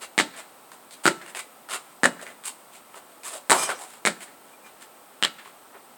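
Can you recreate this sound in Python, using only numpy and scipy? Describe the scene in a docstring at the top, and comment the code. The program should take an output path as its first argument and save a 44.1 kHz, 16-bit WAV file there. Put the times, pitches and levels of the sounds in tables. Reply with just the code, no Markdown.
"""A basketball bounces six times on the pavement at the mouth of an open garage, heard from the floor inside.
Each slap comes back off ceiling and walls, later off the houses across the street,
and leaves the air in the ball ringing. Shoes touch down and slide on gritty concrete;
a long skid with a thin metallic zing follows the fourth bounce. Distant traffic lies behind."""
import sys
import numpy as np
from scipy import signal
from scipy.fft import rfft, irfft
from scipy.io import wavfile

SR = 44100
rng = np.random.default_rng(int(sys.argv[2]) if len(sys.argv) > 2 else 0)


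def dump_mix(stems):
    """Bounce the given channels to the path in sys.argv[1] as a 16-bit WAV at rate SR."""
    frames = np.atleast_2d(stems).T  # one column per channel
    limited = np.clip(frames, -1, 1)  # hard clip at full scale
    pcm = np.round(limited * 32767).astype(np.int16)
    wavfile.write(sys.argv[1], SR, pcm)


N = 263277
TAIL = 2 ** 15   # samples allowed for a ring-out

# spectrum of a sole on grit: freq_hz, level_db
SOLE_ON_GRIT = [(100, -28), (300, -8.5), (550, 0.5), (1000, 1), (1500, 1.5), (2300, -2), (3800, -4.5),
                (5900, -12.5), (7800, -2), (9000, -2), (10500, -11), (13000, -18), (17000, -26)]


def from_db(db):
    """Decibels to gain."""
    return 10 ** (np.asarray(db) / 20)


def rms_one(x):
    """Scale to unit rms."""
    return x / np.sqrt(np.mean(x ** 2) + 1e-20)


def at_hz(points, hz):
    """Read a curve on a log-frequency axis."""
    freqs, values = np.transpose(points)
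    return np.interp(np.log(hz), np.log(freqs), values)


def peak(hz, db, width):
    """A resonance as an EQ curve; width in octaves to each side."""
    return [(hz / 2 ** width, 0), (hz, db), (hz * 2 ** width, 0)]


def add(out, start_s, sound):
    """Mix a sound in at its start time."""
    i = max(round(start_s * SR), 0)
    out[i:i + len(sound)] += sound[:max(len(out) - i, 0)]


def through(x, response):
    """Filter a sound, keeping its length."""
    return signal.fftconvolve(x, response)[:len(x)]


def fade(t, t60):
    """Exponential decay, 60 dB down after t60 seconds."""
    return np.exp(-np.log(1000) * t / t60)


def pulse(*curves, tilt_db=0, size=4096):
    """The tightest click with these EQ curves stacked, tilted by tilt_db per octave about 1500 Hz."""
    hz = np.maximum(np.arange(size // 2 + 1) * SR / size, 1)
    octaves = np.log2(np.clip(hz, 300, 9000) / 1500)
    spectrum_db = sum(at_hz(curve, hz) for curve in curves) + tilt_db * octaves
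    cepstrum = irfft(np.log(from_db(spectrum_db)))
    cepstrum[1:size // 2] *= 2   # fold to minimum phase: all attack, no pre-ring
    cepstrum[size // 2 + 1:] = 0
    return irfft(np.exp(rfft(cepstrum)))[:size // 2]


def ring(modes, spread_db):
    """Decaying sines, each struck with a strength that varies by spread_db."""
    t = np.arange(TAIL) / SR
    return sum(from_db(db + spread_db * rng.normal()) * np.sin(2 * np.pi * hz * t) * fade(t, t60)
               for hz, db, t60 in modes)


def scatter(scatter_db=3.5, t60=0.0064, above_hz=700, size=512):
    """A sharp arrival trailed by a spray of treble, as off a rough wall or through grit; unit energy."""
    highpass = signal.butter(1, above_hz, "high", fs=SR)
    burst = rng.standard_normal(size) * fade(np.arange(size) / SR, t60)
    response = signal.lfilter(*highpass, burst)
    response *= from_db(scatter_db) / np.sqrt(np.sum(response ** 2))
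    response[0] += 1
    return response / np.sqrt(np.sum(response ** 2))


def street(traffic_db=-51, whine_hz=1324, whine_db=-66, hiss_db=-62):
    """The bed: a steady wash of far traffic, a faint whine that wavers in pitch, and hiss."""
    # distant traffic: freq_hz, level_db
    traffic_eq = [(25, -20), (70, -21), (120, -16), (250, -3), (400, -4.5), (800, -0.5), (1250, -4),
                  (1700, -11), (3000, -14), (5700, -20), (9000, -19), (16000, -16)]
    # noise in the microphone port: freq_hz, level_db
    hiss_eq = [(5500, -41), (7300, -1), (8400, 12), (9700, -2.5), (12000, -12)]
    t = np.arange(N) / SR
    traffic = from_db(traffic_db) * rms_one(through(rng.standard_normal(N), pulse(traffic_eq)))
    knots_s = np.linspace(0, t[-1], num=40)
    pitch_hz = whine_hz + 4 * np.interp(t, knots_s, rng.standard_normal(len(knots_s)))
    whine = from_db(whine_db) * rms_one(np.sin(2 * np.pi * np.cumsum(pitch_hz) / SR))
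    hiss = from_db(hiss_db) * rms_one(through(rng.standard_normal(N), pulse(hiss_eq)))
    return traffic + whine + hiss


def houses(slap):
    """Each house front throws the slap back late and thinner, smeared by its eaves and corners."""
    # house fronts across the street: delay_s, level_db
    fronts = [(.158, -19), (.222, -23.5)]
    # what survives the trip there and back: freq_hz, gain_db
    distance_eq = [(200, -6), (700, -1), (1500, 1), (2400, 3), (3400, -1), (8000, -5)]
    out = np.zeros(TAIL)
    far_slap = through(np.pad(slap, (0, TAIL)), pulse(distance_eq))
    for delay_s, level_db in fronts:
        smear = scatter(scatter_db=23, t60=0.25, above_hz=190, size=8192)
        add(out, delay_s, from_db(level_db) * through(far_slap, smear))
    return out


def garage_reverb(build_s=0.032, late_db=-19, late_t60=0.93):
    """Scattered sound builds up, then dies, the bass slowest, over a quiet longer tail; unit energy."""
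    # early decay of the garage: band_hz, t60_s
    bands = [(150, 0.23), (500, 0.19), (1500, 0.11), (4000, 0.14), (12000, 0.12)]
    t = np.arange(TAIL) / SR
    decay_s = np.maximum(t - build_s, 0)
    noise_spectrum = rfft(rng.standard_normal(TAIL))
    hz = np.maximum(np.arange(len(noise_spectrum)) * SR / TAIL, 1)
    out = np.zeros(TAIL)
    for band_hz, t60 in bands:
        crossover = at_hz([(f, f == band_hz) for f, _ in bands], hz)
        band = irfft(noise_spectrum * crossover)
        out += band * (fade(decay_s, t60) + from_db(late_db) * fade(decay_s, late_t60))
    out *= np.minimum(t / build_s, 1) ** 0.09
    return out / np.sqrt(np.sum(out ** 2))


def zings(t60=0.12):
    """Swells of friction keep a set of thin metallic partials ringing."""
    # swells of friction: middle_s, length_s, level_db, upper_partials_db
    swells = [(3.621, .16, -34, 3.5), (3.747, 0.055, -51, 17), (4.533, .05, -59.5, -19),
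              (4.657, 0.056, -55, -11)]
    # partials of the zing: pitch_hz, level_db
    partials = [(2401, 4.5), (3030, -3), (5110, -2), (5720, -1), (6200, -4), (6460, -2), (7830, 0),
                (8450, 3), (10490, -5)]
    out, t = np.zeros(N), np.arange(TAIL) / SR
    for middle_s, length_s, level_db, upper_db in swells:
        friction = rng.standard_normal(TAIL) * np.sin(np.pi * np.minimum(t / length_s, 1))
        modes = [(hz, db + upper_db * (k > 0), t60) for k, (hz, db) in enumerate(partials)]
        zing = rms_one(through(friction, ring(modes, spread_db=0)))
        add(out, middle_s - length_s / 2, from_db(level_db) * zing * np.sqrt(length_s / t[-1]))
    return out


def sole(sole_hz, weight_db, grit_db):
    """Shoe meets floor: the sole has a short note, weight brings out the lows, loose grit the treble."""
    tone_eq = [(700, weight_db), (2200, 0), (8000, grit_db)]
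    return pulse(SOLE_ON_GRIT, peak(sole_hz, db=7, width=0.41), tone_eq)


def slide(length_s, level_db, colour, grains_per_s=3000, judder_s=0.00562, judder_db=2.5, trim_db=-2.5):
    """A swell of tiny grit slips under a sole that grips and lets go unevenly."""
    t = np.arange(TAIL // 2) / SR
    chance, size, sign = rng.random((3, len(t)))
    grain_db = -3 * np.log(size + 0.01)
    grains = (chance < grains_per_s / SR) * from_db(grain_db) * np.sign(sign - 0.5)
    progress = np.minimum(t / length_s, 1) ** 0.91   # the weight comes on faster than it leaves
    pressure = np.sin(np.pi * progress).clip(0) ** 0.68
    grips = rng.standard_normal(len(t))
    judder = from_db(judder_db * np.interp(t / judder_s, np.arange(len(t)), grips))
    scuff = through(rms_one(grains) * pressure * judder, sole(*colour))
    uncoloured_gain = np.sqrt(np.sum(pulse(SOLE_ON_GRIT) ** 2))
    return from_db(level_db + trim_db) * scuff / uncoloured_gain


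def shoes(reverb_db=-4.5, shuffles=6):
    """Each footfall is a brief crunch, then a slide; faint shuffles come at random."""
    # shoe touches down and slides; the rows at 2.266 s and 5.457 s are dull knocks made the same way: start_s,
    # touch_db, slide_s, slide_db, sole_hz, weight_db, grit_db
    footfalls = [ (0.002, -33, 0.055, -34.5, 490, -4, -1.5), (0.356, -30, 0.056, -36.5, 645, -2, -1),
                 (0.717, -8.5, 0.038, -49.5, 480, 1, 2), (0.909, -14.5, 0.046, -46, 4200, -26, 5.5),
                 (1.032, -26, 0.044, -31.5, 853, -5, 3.5), (1.262, -14, .055, -51.5, 2600, 3, 6.5),
                 (1.349, 0, 0.064, -32, 2330, -2.5, 1.5), (1.688, -7, 0.082, -27.5, 1210, -2.5, -0.5),
                 (2.214, -7, 0.024, -39.5, 563, 5.5, 3), (2.266, -6, 0.057, -44, 2000, 4.5, -2.5),
                 (2.438, -12, 0.063, -34.5, 980, -6.5, 7.5), (2.715, -30, 0.076, -48.5, 2560, -10, 2.5),
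                 (2.943, -13, 0.051, -48.5, 1270, 8, 2.5), (3.234, -10.5, 0.067, -38, 1090, 0, 7.5),
                 (3.305, -11, 0.079, -37.5, 607, 6, 6.5), (3.495, -22, 0.064, -22, 910, 8, -24),
                 (3.514, -34, 0.16, -32, 1120, 6, 7), (3.667, -24, 0.066, -28, 1500, 6, -5),
                 (3.77, -18, 0.093, -44.5, 790, 7, 6), (3.852, -28, 0.14, -49, 900, -6, 3),
                 (4.206, -12, 0.04, -44, 2160, -1, 7.5), (4.636, -34, 0.066, -50, 1310, -6, -5),
                 (4.798, -24, 0.053, -46, 1800, -15, 0.5), (5.457, -14.5, 0.032, -52, 1050, 9, 0),
                 (5.73, -28, 0.051, -43.5, 530, 3.5, -35)]
    out = np.zeros(N)
    for start_s, touch_db, slide_s, slide_db, sole_hz, weight_db, grit_db in footfalls:
        touch = sole(sole_hz, weight_db, grit_db - 7.5)   # first contact is duller than the slide
        crunch = through(touch, scatter(scatter_db=24, t60=0.02))
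        add(out, start_s, from_db(touch_db) * crunch)
        add(out, start_s + 0.003, slide(slide_s, slide_db, (sole_hz, weight_db, grit_db)))
    for start_s in (np.arange(shuffles) + rng.random(shuffles)) * N / SR / shuffles:
        add(out, start_s, slide(length_s=0.1, level_db=-57, colour=(1500, 0, 0)))
    return out + from_db(reverb_db) * through(out, garage_reverb(build_s=0.011))


def ball_air(main_hz):
    """The air inside the ball rings; the point of contact favours the modes around main_hz."""
    # modes of the enclosed air: pitch_hz, level_db, t60_s
    air_modes = [(890, -30, 0.26), (1324, -39.5, 0.38), (1417, -38, 0.22), (1745, -30, 0.053),
                 (1970, -75, 0.096), (2530, -42, 0.39), (2900, -31.5, 0.28), (3375, -55, 0.38),
                 (3890, -33, 0.29)]
    emphasis = peak(main_hz, db=7.5, width=0.46)
    return ring([(hz, db + at_hz(emphasis, hz), t60) for hz, db, t60 in air_modes], spread_db=1.5)


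def basketball(reverb_db=3, ring_db=-14.5, boom_db=-19.5, boom_delay_s=0.017):
    """Each bounce: a slap of rubber, its echoes, the garage's tail and boom, and the ring of the ball."""
    # ball on pavement: start_s, level_db, thud_hz, thud_db, skin_hz, skin_db, knock_db, crack_db,
    # grit_db, air_hz, ceiling_delay_s, back_wall_db, garage_db
    bounces = [ (0.1795, 15, 287, 5.5, 2170, 7, 0.5, 2.5, -1.5, 890, 0.0088, -0.5, 0.5),
               (1.0558, 19, 343, 9.5, 1386, 13, 2, -2.5, -2, 1324, .0091, 0, -2),
               (2.0342, 20, 255, 6.5, 1840, 7.5, 0.5, -9.5, -4.5, 2885, .0076, 4.5, -1.5),
               (3.4980, 16.5, 360, -5, 1280, 2, 0, -1, 5, 1417, 0.0075, 0.5, 1),
               (4.0522, 15.5, 224, 4.5, 2210, 14, 1, -2.5, 0, 1417, 0.0085, -0.5, -0.5),
               (5.2264, 15.5, 193, 2.5, 3020, 9.5, -4, 3, -4.5, 1324, 0.0095, 4, -4)]
    # rubber meeting concrete: freq_hz, level_db
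    slap_eq = [(50, -39), (90, -28.5), (170, -3), (300, -3.5), (600, -6), (1100, -7), (1750, 0), (2600, -9),
               (4000, -7), (6000, -16.5), (7900, -7), (9100, -11), (10000, -19), (12000, -28.5),
               (17000, -34)]
    # tone bands of the slap: knock_hz, neutral_hz, crack_hz, grit_hz
    tone_bands = (700, 1650, 3400, 8000)
    # the light walls return little bass: freq_hz, gain_db
    wall_eq = [(70, -12), (200, -8.5), (500, 1), (8000, -1)]
    # echoes off side walls and corners: delay_s, level_db, tilt_db_per_octave
    side_walls = [(0.014, -10.5, 5), (0.02, 4.5, -2.5), (.0297, -5.5, 1)]
    # standing waves of the garage: pitch_hz, level_db, t60_s
    room_modes = [(178.3, -46.5, 0.46), (247.7, -37.5, 0.12), (343, -41.5, 0.37), (562, -20.5, 0.16),
                  (622, -15.5, 0.11), (756, -28, 0.13)]
    out = np.zeros(N)
    for (start_s, level_db, thud_hz, thud_db, skin_hz, skin_db, knock_db, crack_db,
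         grit_db, air_hz, ceiling_delay_s, back_wall_db, garage_db) in bounces:
        force = from_db(level_db)
        tone_eq = list(zip(tone_bands, (knock_db, 0, crack_db, grit_db)))
        thud = peak(thud_hz, thud_db, width=0.35)   # the shell flattens
        skin = peak(skin_hz, skin_db, width=0.25)   # rubber round the contact patch rings briefly
        body = slap_eq, tone_eq, thud
        # the direct path grazes the ground and loses some treble
        add(out, start_s, force * pulse(*body, skin, tilt_db=-0.54))
        ceiling = (ceiling_delay_s, 0.5, 0.96)   # same columns as side_walls
        back_wall = (0.0232, back_wall_db, 0.7)
        sides = [(delay_s, db + garage_db, tilt_db) for delay_s, db, tilt_db in side_walls]
        for delay_s, echo_db, tilt_db in [ceiling, back_wall, *sides]:
            echo = through(pulse(*body, skin, wall_eq, tilt_db=tilt_db), scatter())
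            add(out, start_s + delay_s, force * from_db(echo_db) * echo)
        # averaged over all directions, the note of the skin stands out less
        slap = force * pulse(*body, peak(skin_hz, skin_db * 0.26, width=0.25))
        add(out, start_s, from_db(reverb_db + garage_db) * through(garage_reverb(), slap))
        boom = through(ring(room_modes, spread_db=2.5), slap)
        add(out, start_s + boom_delay_s, from_db(boom_db + garage_db) * boom)
        add(out, start_s, from_db(ring_db) * through(ball_air(air_hz), slap))
        add(out, start_s, houses(slap))
    return out


def scene():
    """Ball, shoes, zings and street, mixed in mono."""
    return (basketball() + shoes() + zings() + street())[None]


def record(dry, low_cut_hz=55, high_cut_hz=17900):
    """The hardest slaps clip; the deep bass and the very top are cut."""
    low_cut = signal.butter(2, low_cut_hz, "high", fs=SR, output="sos")
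    high_cut = signal.ellip(10, 0.1, 60, high_cut_hz, fs=SR, output="sos")
    clipped = np.clip(dry, -1, 1)
    return signal.sosfilt(high_cut, signal.sosfilt(low_cut, clipped))


dry = scene()
out = record(dry)
dump_mix(out)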